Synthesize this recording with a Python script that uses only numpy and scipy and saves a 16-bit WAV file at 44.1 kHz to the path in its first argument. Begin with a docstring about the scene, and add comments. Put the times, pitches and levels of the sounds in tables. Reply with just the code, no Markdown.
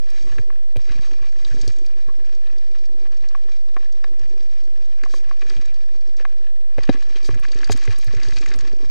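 """Tyres rumble and crunch fast down a leafy forest trail, with jolts, clacks and ticks close to the microphone.
The bike is heard from inside a sealed plastic case on the rider's chest: shaped noise makes wind, tyres and
rattle, scattered impacts make the grit, and single blows ring the same decaying case resonances.
One microphone feeds two unequal amplifier channels, each with its own offset."""
import sys
import numpy as np
from scipy import signal
from scipy.io import wavfile
from scipy.ndimage import uniform_filter1d

SR = 44100
rng = np.random.default_rng(int(sys.argv[2]) if len(sys.argv) > 2 else 0)


def to_linear_factor(level_db):
    """Convert decibel levels (scalar or array-like) to linear amplitude factors."""
    exponent = np.asarray(level_db, float) / 20
    return 10 ** exponent


def generate_wav(sig):
    """Save sig (samples, or channels by samples) to the path in sys.argv[1] as 16-bit PCM at SR."""
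    pcm = np.round(np.clip(np.atleast_2d(sig).T, -1, 1) * 32767).astype(np.int16)
    wavfile.write(sys.argv[1], SR, pcm)


N = 392490
T = np.arange(N) / SR
# resonances of case and harness, levels relative: f/Hz, level/dB, t60/s at damping 1
CASE_MODES = [(84.6, -2.5, 0.14), (289, 0, 0.04), (392.4, 29, 0.02), (514, -21, 0.04), (742, 8.5, 0.051),
              (790, 11, 0.0067), (1092, 5, 0.032), (1710, 3, 0.011), (2050, -3.5, 0.022),
              (2392, -3.5, 0.016), (3190, -13.5, 0.0091), (3860, -13, 0.012), (4730, -7.5, 0.0045),
              (5480, -7.5, 0.0025), (6530, -11, 0.015), (6950, -15.5, 0.0043), (8130, -32.5, 0.015),
              (7960, -28, 0.011), (12500, -50, .003)]


def band(x, lo_hz, hi_hz, order=2):
    """Band-pass, scaled to unit rms."""
    y = signal.sosfilt(signal.butter(order, [lo_hz, hi_hz], "bandpass", fs=SR, output="sos"), x)
    return y / np.std(y)


def walk(rate):
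    """Random levels held 1 / rate s and slewed; it dips freely but its peaks are rounded off."""
    hold = int(SR / rate)
    steps = np.repeat(rng.standard_normal(N // hold + 1), hold)
    w = 1.1 * uniform_filter1d(uniform_filter1d(steps, hold), hold)[:N]
    return np.where(w > 0, np.tanh(w), w)


def swells(table):
    """Sum of bell-shaped level swells, from rows of t/s, level/dB, half length/s."""
    return sum(to_linear_factor(db) * np.exp(-((T - s) / half) ** 2) for s, db, half in table)


def trail(column):
    """One level curve of the trail, in dB at every sample, sinking while the wheels fly."""
    # along the trail: t/s, crunch of leaves and stones level/dB, tyre rumble level/dB,
    # wind push level/dB, rattle of frame and chain level/dB
    course = np.transpose([(0.0, -57, -68, -56, -61), (0.22, -54, -56, -50, -56.5),
                           (0.35, -58, -56.5, -44, -55.5), (0.49, -66, -60, -55, -64.5),
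                           (0.67, -63, -67, -62, -62), (0.79, -60, -66, -56, -60.5),
                           (0.94, -53.5, -54.5, -51, -54), (1.04, -54.5, -55.5, -49, -53.5),
                           (1.21, -58, -58, -61, -55), (1.41, -54, -62.5, -50, -57.5),
                           (1.53, -51.5, -54.5, -50, -54), (1.66, -52.5, -55, -47, -55.5),
                           (1.83, -58.5, -60.5, -62, -58.5), (2.05, -60.5, -60.5, -65, -60),
                           (2.3, -59.5, -60, -58.5, -59.5), (2.77, -59, -62.5, -59.5, -62.5),
                           (2.97, -60.5, -58, -66, -60), (3.3, -61.5, -65.5, -56, -59),
                           (3.49, -58, -60.5, -68, -61.5), (3.67, -59, -63, -73, -62.5),
                           (3.74, -60.5, -65, -67, -61), (4.21, -60, -60.5, -56, -61),
                           (4.34, -59, -59.5, -58, -60.5), (4.49, -60, -64, -69, -62.5),
                           (4.78, -59, -63, -56, -63.5), (4.93, -60, -61.5, -66, -59.5),
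                           (5.18, -60, -63.5, -61, -56.5), (5.43, -59.5, -57.5, -61, -58.5),
                           (5.57, -54, -55.5, -48.5, -55), (5.82, -62, -67, -61.5, -63),
                           (6.1, -62.5, -58, -74, -63.5), (6.29, -64, -64, -53, -62),
                           (6.52, -65.5, -61, -74, -60.5), (6.69, -65, -57, -78, -60.5),
                           (6.82, -63.5, -59.5, -48, -59.5), (6.96, -53, -54, -60, -53),
                           (7.19, -51, -61, -55, -57), (7.34, -53, -55, -45, -50.5),
                           (7.51, -53.5, -53.5, -58, -51), (7.73, -47, -53, -50, -48),
                           (7.91, -50, -64, -66, -51.5), (8.13, -50.5, -54.5, -47, -52.5),
                           (8.33, -48, -53.5, -47, -48), (8.45, -47.5, -52, -47, -50),
                           (8.65, -54.5, -53.5, -50, -54), (8.9, -56, -54.5, -52, -55.5)])
    # wheels off the ground: take-off t/s, landing t/s, level change reached at landing/dB
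    airborne = [(0.458, 0.754, -5), (6.389, 6.766, -5)]
    # the level sinks steadily in the air and is back at once on landing
    flying = sum(db * (T - up) / (down - up) * (T > up) * (T < down) for up, down, db in airborne)
    return np.interp(T, course[0], course[column]) + flying


def modes(damping=1):
    """One decaying ring a row, of equal energy before the table's levels."""
    f, db, t60 = (c[:, None] for c in np.transpose(CASE_MODES))
    t, t60 = T[:SR // 6], t60 / damping
    return to_linear_factor(db) * np.exp(-np.log(1000) * t / t60) * np.sin(2 * np.pi * f * t) / np.sqrt(t60)


def through_case(x, lo_hz, hi_hz, air):
    """Sound rung through the case walls plus a share that leaks in flat through the seal."""
    # alternate modes swing in opposite sense at the microphone, which fills the gaps between them
    response = (-1.) ** np.arange(len(CASE_MODES)) @ modes(damping=0.88)
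    rung = band(signal.fftconvolve(x, response)[:N], lo_hz, hi_hz)
    leak = air * band(x, lo_hz, hi_hz)
    return band(rung + leak, lo_hz * 0.91, hi_hz * 3.1)


def grit(rate, scatter_db, smear_ms, patchy_db, patch_rate, rub=0.72):
    """Small impacts of uneven size over a steady rub, coming in patches, each a short scrape."""
    struck = rng.random(N) < rate / SR
    size = struck * to_linear_factor(scatter_db * np.minimum(rng.exponential(size=N), 2.5))
    power = signal.lfilter([1], [1, -np.exp(-2000 / (smear_ms * SR))], size ** 2)
    return to_linear_factor(patchy_db * walk(patch_rate)) * np.sqrt(power + rub) * rng.standard_normal(N)


def wind(gusts):
    """Wind pushes the case: gusty noise far down in the bass."""
    return to_linear_factor(trail(column=3)) * band(to_linear_factor(4.5 * gusts) * rng.standard_normal(N), 4, 36)


def harness_shake(ground, gusts):
    """Wind and ground together shake the harness: sparse low impacts at the mean of both levels."""
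    shake = np.sqrt(to_linear_factor(trail(column=3)) * to_linear_factor(trail(column=2)))
    knocks = grit(rate=14, scatter_db=1.0, smear_ms=6.1, patchy_db=5, patch_rate=16)
    return shake * to_linear_factor(3 * ground + 3 * gusts) * through_case(knocks, 66, 108, air=0.12)


def swishes():
    """A swish is an even rush of air and fine grit, not single stones."""
    # treble from swept leaves and the suspension after landings: t/s, hiss level/dB, half length/s
    puffs = swells([(0.284, -65.5, 0.15), (1.066, -64, 0.047), (1.58, -66, 0.24), (5.15, -56.5, 0.049),
                    (5.53, -66.5, 0.054), (7.262, -52.5, 0.024), (7.724, -45, 0.015), (8.017, -66.5, 0.068),
                    (8.327, -64, 0.12)])
    rush = grit(rate=360, scatter_db=6, smear_ms=2, patchy_db=1, patch_rate=34, rub=2.5)
    body = to_linear_factor(11) * through_case(rush, 3000, 7100, air=0.28)
    return puffs * (body + band(rush, 3200, 6600, order=1))


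def brief_swells():
    """Level curve of the moments at which rattle and crunch swell together."""
    # short swells of rattle and crunch: t/s, level/dB, half length/s
    moments = [(0.91, -53.5, 0.059), (1.048, -52.5, 0.019), (2.464, -60, 0.035), (5.418, -46, 0.013),
               (5.515, -49.5, 0.079), (6.204, -45.5, 0.02), (6.868, -48.5, 0.082), (7.018, -56, 0.021),
               (7.171, -45.5, 0.016), (7.305, -44.5, 0.024), (7.433, -67, 0.009), (7.638, -57, .03),
               (7.912, -50, 0.016), (8.196, -65, 0.019), (8.256, -50, .025), (8.384, -64, 0.0089),
               (8.439, -52, 0.0092), (8.537, -55, 0.016), (8.677, -58.5, 0.025), (8.842, -58, .02)]
    return swells(moments)


def rattle(swell, uneven):
    """Frame and chain rattle: dense uneven impacts in the middle of the spectrum, with short swells."""
    knocks = grit(rate=130, scatter_db=4.5, smear_ms=3.5, patchy_db=3, patch_rate=45, rub=.3)
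    return (to_linear_factor(trail(column=4)) + swell) * uneven * through_case(knocks, 1080, 3300, air=.5)


def crunch(swell, ground, uneven):
    """Stones and leaves crunch through the case; the same impacts also hiss, unrung."""
    level = to_linear_factor(trail(column=1)) + to_linear_factor(-5) * swell
    leaves = grit(rate=140, scatter_db=4, smear_ms=2.4, patchy_db=2.5, patch_rate=45, rub=.4)
    hiss = to_linear_factor(-19) * level * to_linear_factor(0.4 * ground) * band(leaves, 2900, 6700, order=1)
    return level * uneven * through_case(leaves, 2576, 5870, air=0.31) + hiss


def tyre_rumble(ground):
    """Low rumble in short uneven bursts, weaker in between, with brief deep dips."""
    # brief dips of the rumble: t/s, half length/s
    dips = [(0.097, .012), (0.663, 0.0093), (1.273, .02), (1.323, .025), (2.022, 0.024), (3.3, 0.016),
            (3.39, .03), (3.599, 0.032), (3.829, 0.014), (3.913, 0.016), (4.547, 0.015), (4.605, 0.016),
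            (4.93, .022), (4.983, .02), (5.26, 0.025), (5.356, 0.026), (5.77, 0.012), (6.05, .02),
            (6.443, 0.0096), (6.566, 0.034), (6.725, 0.026), (8.024, 0.016), (8.886, 0.02)]
    dip_db = -22 * sum(np.exp(-((T - s) / half) ** 4) for s, half in dips)
    bursts = to_linear_factor(.5 * ground + 9 * np.tanh(3.5 * walk(95) + .4 * walk(25) + 1.1))
    rumble = grit(rate=45, scatter_db=2.5, smear_ms=4.6, patchy_db=3.0, patch_rate=30)
    return to_linear_factor(trail(column=2)) * to_linear_factor(dip_db) * bursts * through_case(rumble, 252, 561, air=1.23)


def rolling():
    """The trail shakes the case all the time; the layers share the same swings of ground and gusts."""
    ground, gusts = walk(22), walk(25)
    uneven = to_linear_factor(2.1 * ground + 2 * walk(60))
    swell = brief_swells()
    out = wind(gusts) + harness_shake(ground, gusts) + swishes()
    return out + rattle(swell, uneven) + crunch(swell, ground, uneven) + tyre_rumble(ground)


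def snaps():
    """Each twig is a burst of noise that reaches the seal unrung, treble only."""
    # twigs snapping, thin and bright: t/s, level before the band-pass/dB
    twigs = [(0.103, -38), (0.767, -35.5), (1.6123, -57.5), (1.6786, -37), (1.7849, -57), (1.8615, -41),
             (3.287, -56), (5.4974, -62), (6.7815, -43), (6.8334, -59), (6.8913, -51), (7.3987, -38),
             (7.6705, -45), (7.719, -21), (7.774, -28), (7.8521, -48), (7.988, -30), (8.045, -33),
             (8.2906, -40), (8.461, -41), (8.561, -35), (8.5859, -48)]
    decay_ms = 1.3
    out, t = np.zeros(N + SR), T[:SR // 100]
    for (s, db), noise in zip(twigs, rng.standard_normal((len(twigs), len(t)))):
        out[int(s * SR):][:len(t)] += to_linear_factor(db) * noise * np.exp(-t * 1000 / decay_ms)
    return signal.sosfilt(signal.butter(1, [6500, 11000], "bandpass", fs=SR, output="sos"), out[:N])


def shoves():
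    """Pressure in the case drops, then overshoots and settles more slowly."""
    # the chest shoving the case in one slow swing: t/s, level/dB, time from dip to overshoot/ms
    pushes = [(0.913, -34, 6.7), (0.995, -35, 2.4), (7.296, -35, 7.9)]

    def swing(u):
        drop = u * np.exp(.5 - u ** 2 / 2) * (u < 0)
        overshoot = u * np.exp(1 - np.abs(u)) * (u >= 0)
        return drop + overshoot

    return sum(to_linear_factor(db) * swing((T - s) * 2000 / ms) for s, db, ms in pushes)


def stray(count, lo_hz, hi_hz, over_db, scatter_db, column):
    """Small blows at chance moments and pitches, denser and stronger where the ground is rough."""
    share, pitch, size = rng.random((count, 3)).T
    level_db = trail(column)
    odds = np.cumsum(to_linear_factor(level_db))
    i = np.searchsorted(odds, share * odds[-1])
    blow_db = level_db[i] + over_db - scatter_db * size
    return list(zip(T[i], blow_db, lo_hz * (hi_hz / lo_hz) ** pitch))


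def blows(table, usual_ms, octaves, rough, rise, bloom_cycles, choke_cycles, snap, even):
    """Each blow is a tap plus a scrape that swells and dies; it favours the modes near its pitch."""
    out, t, rings = np.zeros(N + SR), T[:SR // 25], modes()
    ring_t = T[:rings.shape[1]]
    f, mode_db, _ = np.transpose(CASE_MODES)
    for (s, db, hz, *own_ms), noise in zip(table, rng.standard_normal((len(table), len(t)))):
        ms = own_ms[0] if own_ms else usual_ms
        u = t / (max(ms, .2) / 1000)
        scrape = noise * (1 - np.exp(-u / rise)) * np.exp(-u)
        force = rough * scrape / np.linalg.norm(scrape) * ms
        force[0] = 1  # the tap
        # a hard edge reaches further up than down, and blows above -20.5 dB ring a wider share
        reach = np.where(f > hz, octaves, octaves / 2) * np.exp(.015 * (db + 20.5))
        # even = how far a direct blow levels the modes out
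        weight = np.exp(-np.abs(np.log2(f / hz)) / reach) / to_linear_factor(even * mode_db)
        # the shock needs a moment to spread through the walls, so the ring blooms instead of clicking
        bloom = (1 - np.exp(-ring_t * hz / bloom_cycles)) ** 2
        # the strap pulls the case back against the chest and chokes the tail
        choke = np.exp(-(ring_t * hz / choke_cycles) ** 2)
        ring = signal.fftconvolve(force, bloom * choke * (weight @ rings))
        ring /= np.abs(ring).max()
        # the dry edge of the scrape also arrives through the air, bright and unrung
        ring[:len(t) - 1] += snap * np.diff(scrape)
        i = int(s * SR)
        out[i:i + len(ring)] += to_linear_factor(db) * ring
    return out[:N]


def ticks():
    """Grit, twigs and cables tick: rough scrapes ringing the high modes."""
    # t/s, level/dB, f/Hz
    taps = [(0.1038, -37, 5400), (1.448, -27.5, 3860), (1.6136, -26.5, 5540), (1.6777, -22, 5150),
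            (1.786, -34.5, 5600), (1.8635, -35, 4550), (2.35, -39.5, 5100), (2.583, -38, 4640),
            (2.79, -44.5, 4770), (2.855, -39.5, 5040), (3.12, -43.5, 5040), (3.17, -40.5, 5100),
            (3.2873, -33, 5260), (3.923, -38.5, 5130), (4.0407, -36, 4150), (4.1937, -39, 5200),
            (5.035, -33, 5000), (5.051, -37, 5370), (5.097, -40, 4700), (5.4978, -26, 4430),
            (5.612, -39, 4900), (5.6563, -36, 5600), (5.742, -40, 5200), (5.86, -48, 5100),
            (6.009, -44, 4800), (6.074, -44, 5400), (6.168, -37, 5270), (6.8334, -27.5, 4400),
            (6.8942, -22.5, 3560), (7.1591, -32, 3400), (7.249, -31, 4770), (7.26, -32, 4970),
            (7.485, -35, 4700), (7.5176, -27, 4350), (7.545, -40, 6200), (7.588, -32, 4900),
            (7.616, -39, 5500), (7.6438, -22, 4700), (7.709, -30, 6100), (7.7189, -22, 3360),
            (7.7195, -18.5, 5350), (7.726, -20.5, 6600), (7.7748, -32.5, 5140), (7.8535, -30.5, 5660),
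            (8.148, -34, 5400), (8.2316, -25.5, 4370), (8.284, -29.5, 4500), (8.367, -25.5, 4300),
            (8.385, -27.5, 5260), (8.408, -38, 5870), (8.5385, -27.5, 4600), (8.588, -30, 5700),
            (8.6075, -30, 5100), (8.676, -33.5, 4700)]
    taps = taps + stray(count=150, lo_hz=3680, hi_hz=6000, over_db=15, scatter_db=8, column=1)
    return blows(taps, usual_ms=3.5, octaves=0.34, rough=0.54, rise=0.15, bloom_cycles=0.58,
                 choke_cycles=26, snap=0.004, even=.3)


def thuds():
    """The harness thuds on the chest: dull blows ringing the lowest modes."""
    # t/s, level/dB
    bumps = [(0.297, -47), (0.388, -33), (0.767, -28), (0.897, -36), (1.2128, -41), (1.51, -35),
             (1.6747, -31.5), (2.072, -44.5), (5.4528, -39), (6.779, -29), (6.893, -26), (7.2878, -32.5),
             (7.3283, -30), (7.552, -36), (7.699, -27), (7.8805, -23), (8.069, -32), (8.157, -31),
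             (8.26, -32.5), (8.578, -37), (8.623, -34.5)]
    return blows([(s, db, 84) for s, db in bumps], usual_ms=6.7, octaves=0.73, rough=0.2, rise=0.87,
                 bloom_cycles=0.054, choke_cycles=6.8, snap=0, even=0.27)


def clacks():
    """Hard parts clack on the case and ring its middle modes."""
    # t/s, level/dB, f/Hz, scrape decay/ms
    knocks = [(0.383, -26, 1840, 4), (0.5018, -31.5, 1280, 0.9), (0.7595, -35.5, 2440, 1.6),
              (0.768, -28.5, 3070, .8), (0.8914, -36.5, 2010, 9.3), (1.034, -43, 2430, 5.4),
              (1.5095, -37.5, 1660, 10), (2.0843, -38.5, 1190, 9.3), (3.348, -24, 1220, 3.1),
              (3.7652, -21, 1250, 3.6), (4.0415, -24.5, 1430, 2.4), (5.0361, -24.5, 1710, 0.83),
              (5.0587, -29, 1020, 2.5), (5.1378, -25, 1220, 2.9), (5.311, -25.5, 1180, 0.8),
              (5.419, -33, 2500, 4.8), (5.465, -42, 1630, 6.2), (5.566, -32, 2930, 5.3),
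              (5.62, -44.5, 2400, 6), (5.683, -43, 2380, 13), (6.198, -33.5, 1710, 4.3),
              (6.224, -44, 1700, 3.3), (6.2506, -18.5, 1310, 2.3), (6.782, -28, 1860, 1.1),
              (6.789, -29.5, 2010, 1.5), (6.834, -37, 2380, 2.4), (6.8905, -17.5, 1810, 4.1),
              (6.9462, -55, 2450, 4.5), (7.1563, -34, 2680, 11), (7.2895, -25, 1330, 1.2),
              (7.3415, -33, 1870, 5), (7.426, -38, 2070, 3.7), (7.443, -32, 1940, 1.3),
              (7.4504, -23.5, 1700, 1), (7.4815, -37, 2900, 5.5), (7.5798, -39, 1700, 6.4),
              (7.6311, -24, 1710, 2), (7.6746, -32, 1710, 2), (7.695, -26, 2300, 4),
              (7.7195, -22.5, 1840, 0.6), (7.7738, -42, 2130, 1.6), (7.8207, -37, 1760, 2.5),
              (7.8537, -41, 1750, 2.7), (7.876, -24.5, 2050, 0.99), (8.0442, -52, 2050, 3),
              (8.0806, -36, 1690, 5.5), (8.148, -37, 2340, 3.3), (8.1693, -35, 1850, 5.8),
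              (8.2009, -36, 2380, 3), (8.2137, -32.5, 2000, 1.8), (8.2511, -32, 1710, 1.4),
              (8.3215, -30, 1900, 1.8), (8.3499, -49, 2380, 12), (8.368, -28, 2400, 8.4),
              (8.4274, -30.5, 2450, 3.2), (8.4602, -26.5, 1980, 1.3), (8.506, -43, 1780, 1.1),
              (8.515, -26.5, 1830, 3.4), (8.6079, -37, 1780, 5.2)]
    knocks = knocks + stray(count=160, lo_hz=1190, hi_hz=2700, over_db=14.5, scatter_db=15.5, column=4)
    return blows(knocks, usual_ms=5.1, octaves=0.8, rough=0.15, rise=1.0, bloom_cycles=0.8,
                 choke_cycles=18, snap=0.006, even=0.4)


def jolts():
    """Bumps jolt the case: nearly clean taps, narrow around their pitch."""
    # t/s, level/dB, f/Hz
    bumps = [(0.39, -28, 372), (0.4334, -38, 380), (0.7607, -25, 450), (0.909, -36.5, 285),
             (1.5434, -29, 318), (1.6771, -27, 372), (2.0841, -36.5, 380), (3.7661, -30, 390),
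             (4.0415, -40, 505), (5.0382, -31.5, 386), (5.1397, -29, 446), (5.4292, -34, 352),
             (5.5924, -38, 294), (6.2034, -33.5, 490), (6.783, -18.5, 471), (6.8925, -4, 287),
             (6.893, -9, 530), (6.9465, -27.5, 304), (7.1589, -31, 360), (7.2902, -19, 372),
             (7.5095, -38.5, 500), (7.5566, -33, 342), (7.6972, -14.5, 358), (7.6972, -13.5, 790),
             (7.7065, -21.5, 385), (7.7483, -27.5, 277), (7.878, -28, 343), (8.1385, -25, 365),
             (8.3531, -41, 340), (8.5168, -34, 414), (8.7339, -30, 365)]
    return blows(bumps, usual_ms=4, octaves=.3, rough=0.04, rise=0.9, bloom_cycles=0.42,
                 choke_cycles=4.8, snap=0, even=.9)


def scene():
    """Everything reaches the one microphone through the case."""
    hits = ticks() + thuds() + clacks() + jolts()
    return np.tile(rolling() + snaps() + shoves() + hits, (2, 1))


def top_cut(x):
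    """Nothing passes above the cut-off."""
    return signal.sosfilt(signal.butter(12, 16120, fs=SR, output="sos"), x)


def record(dry):
    """The right channel lifts and delays the bass and dips above it; both round peaks, hiss, lose the top."""
    dip, knee = 2 * np.pi * 547, 2 * np.pi * 311  # rad/s
    shelf = signal.bilinear([1 / dip ** 2, 1 / (1.16 * dip), 1], [1 / knee ** 2, 1 / (.48 * knee), 1], SR)
    x = np.array([to_linear_factor(2.4) * dry[0], to_linear_factor(6.) * signal.lfilter(*shelf, dry[1])])
    x = 1.05 * np.tanh(x / 1.05)
    noise = rng.standard_normal((2, N))
    x += to_linear_factor(-62.0) * np.array([band(band(v, 830, 13000), 870, 3430, order=1) for v in noise])
    x = signal.sosfilt(signal.butter(4, 13000, fs=SR, output="sos"), x)
    # constant offset of each channel, full scale = 1: one row a channel, left then right
    offset = [
        [-.2102],
        [.2573],
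    ]
    mix = x + np.array(offset)
    return top_cut(mix)


dry = scene()
out = record(dry)
generate_wav(out)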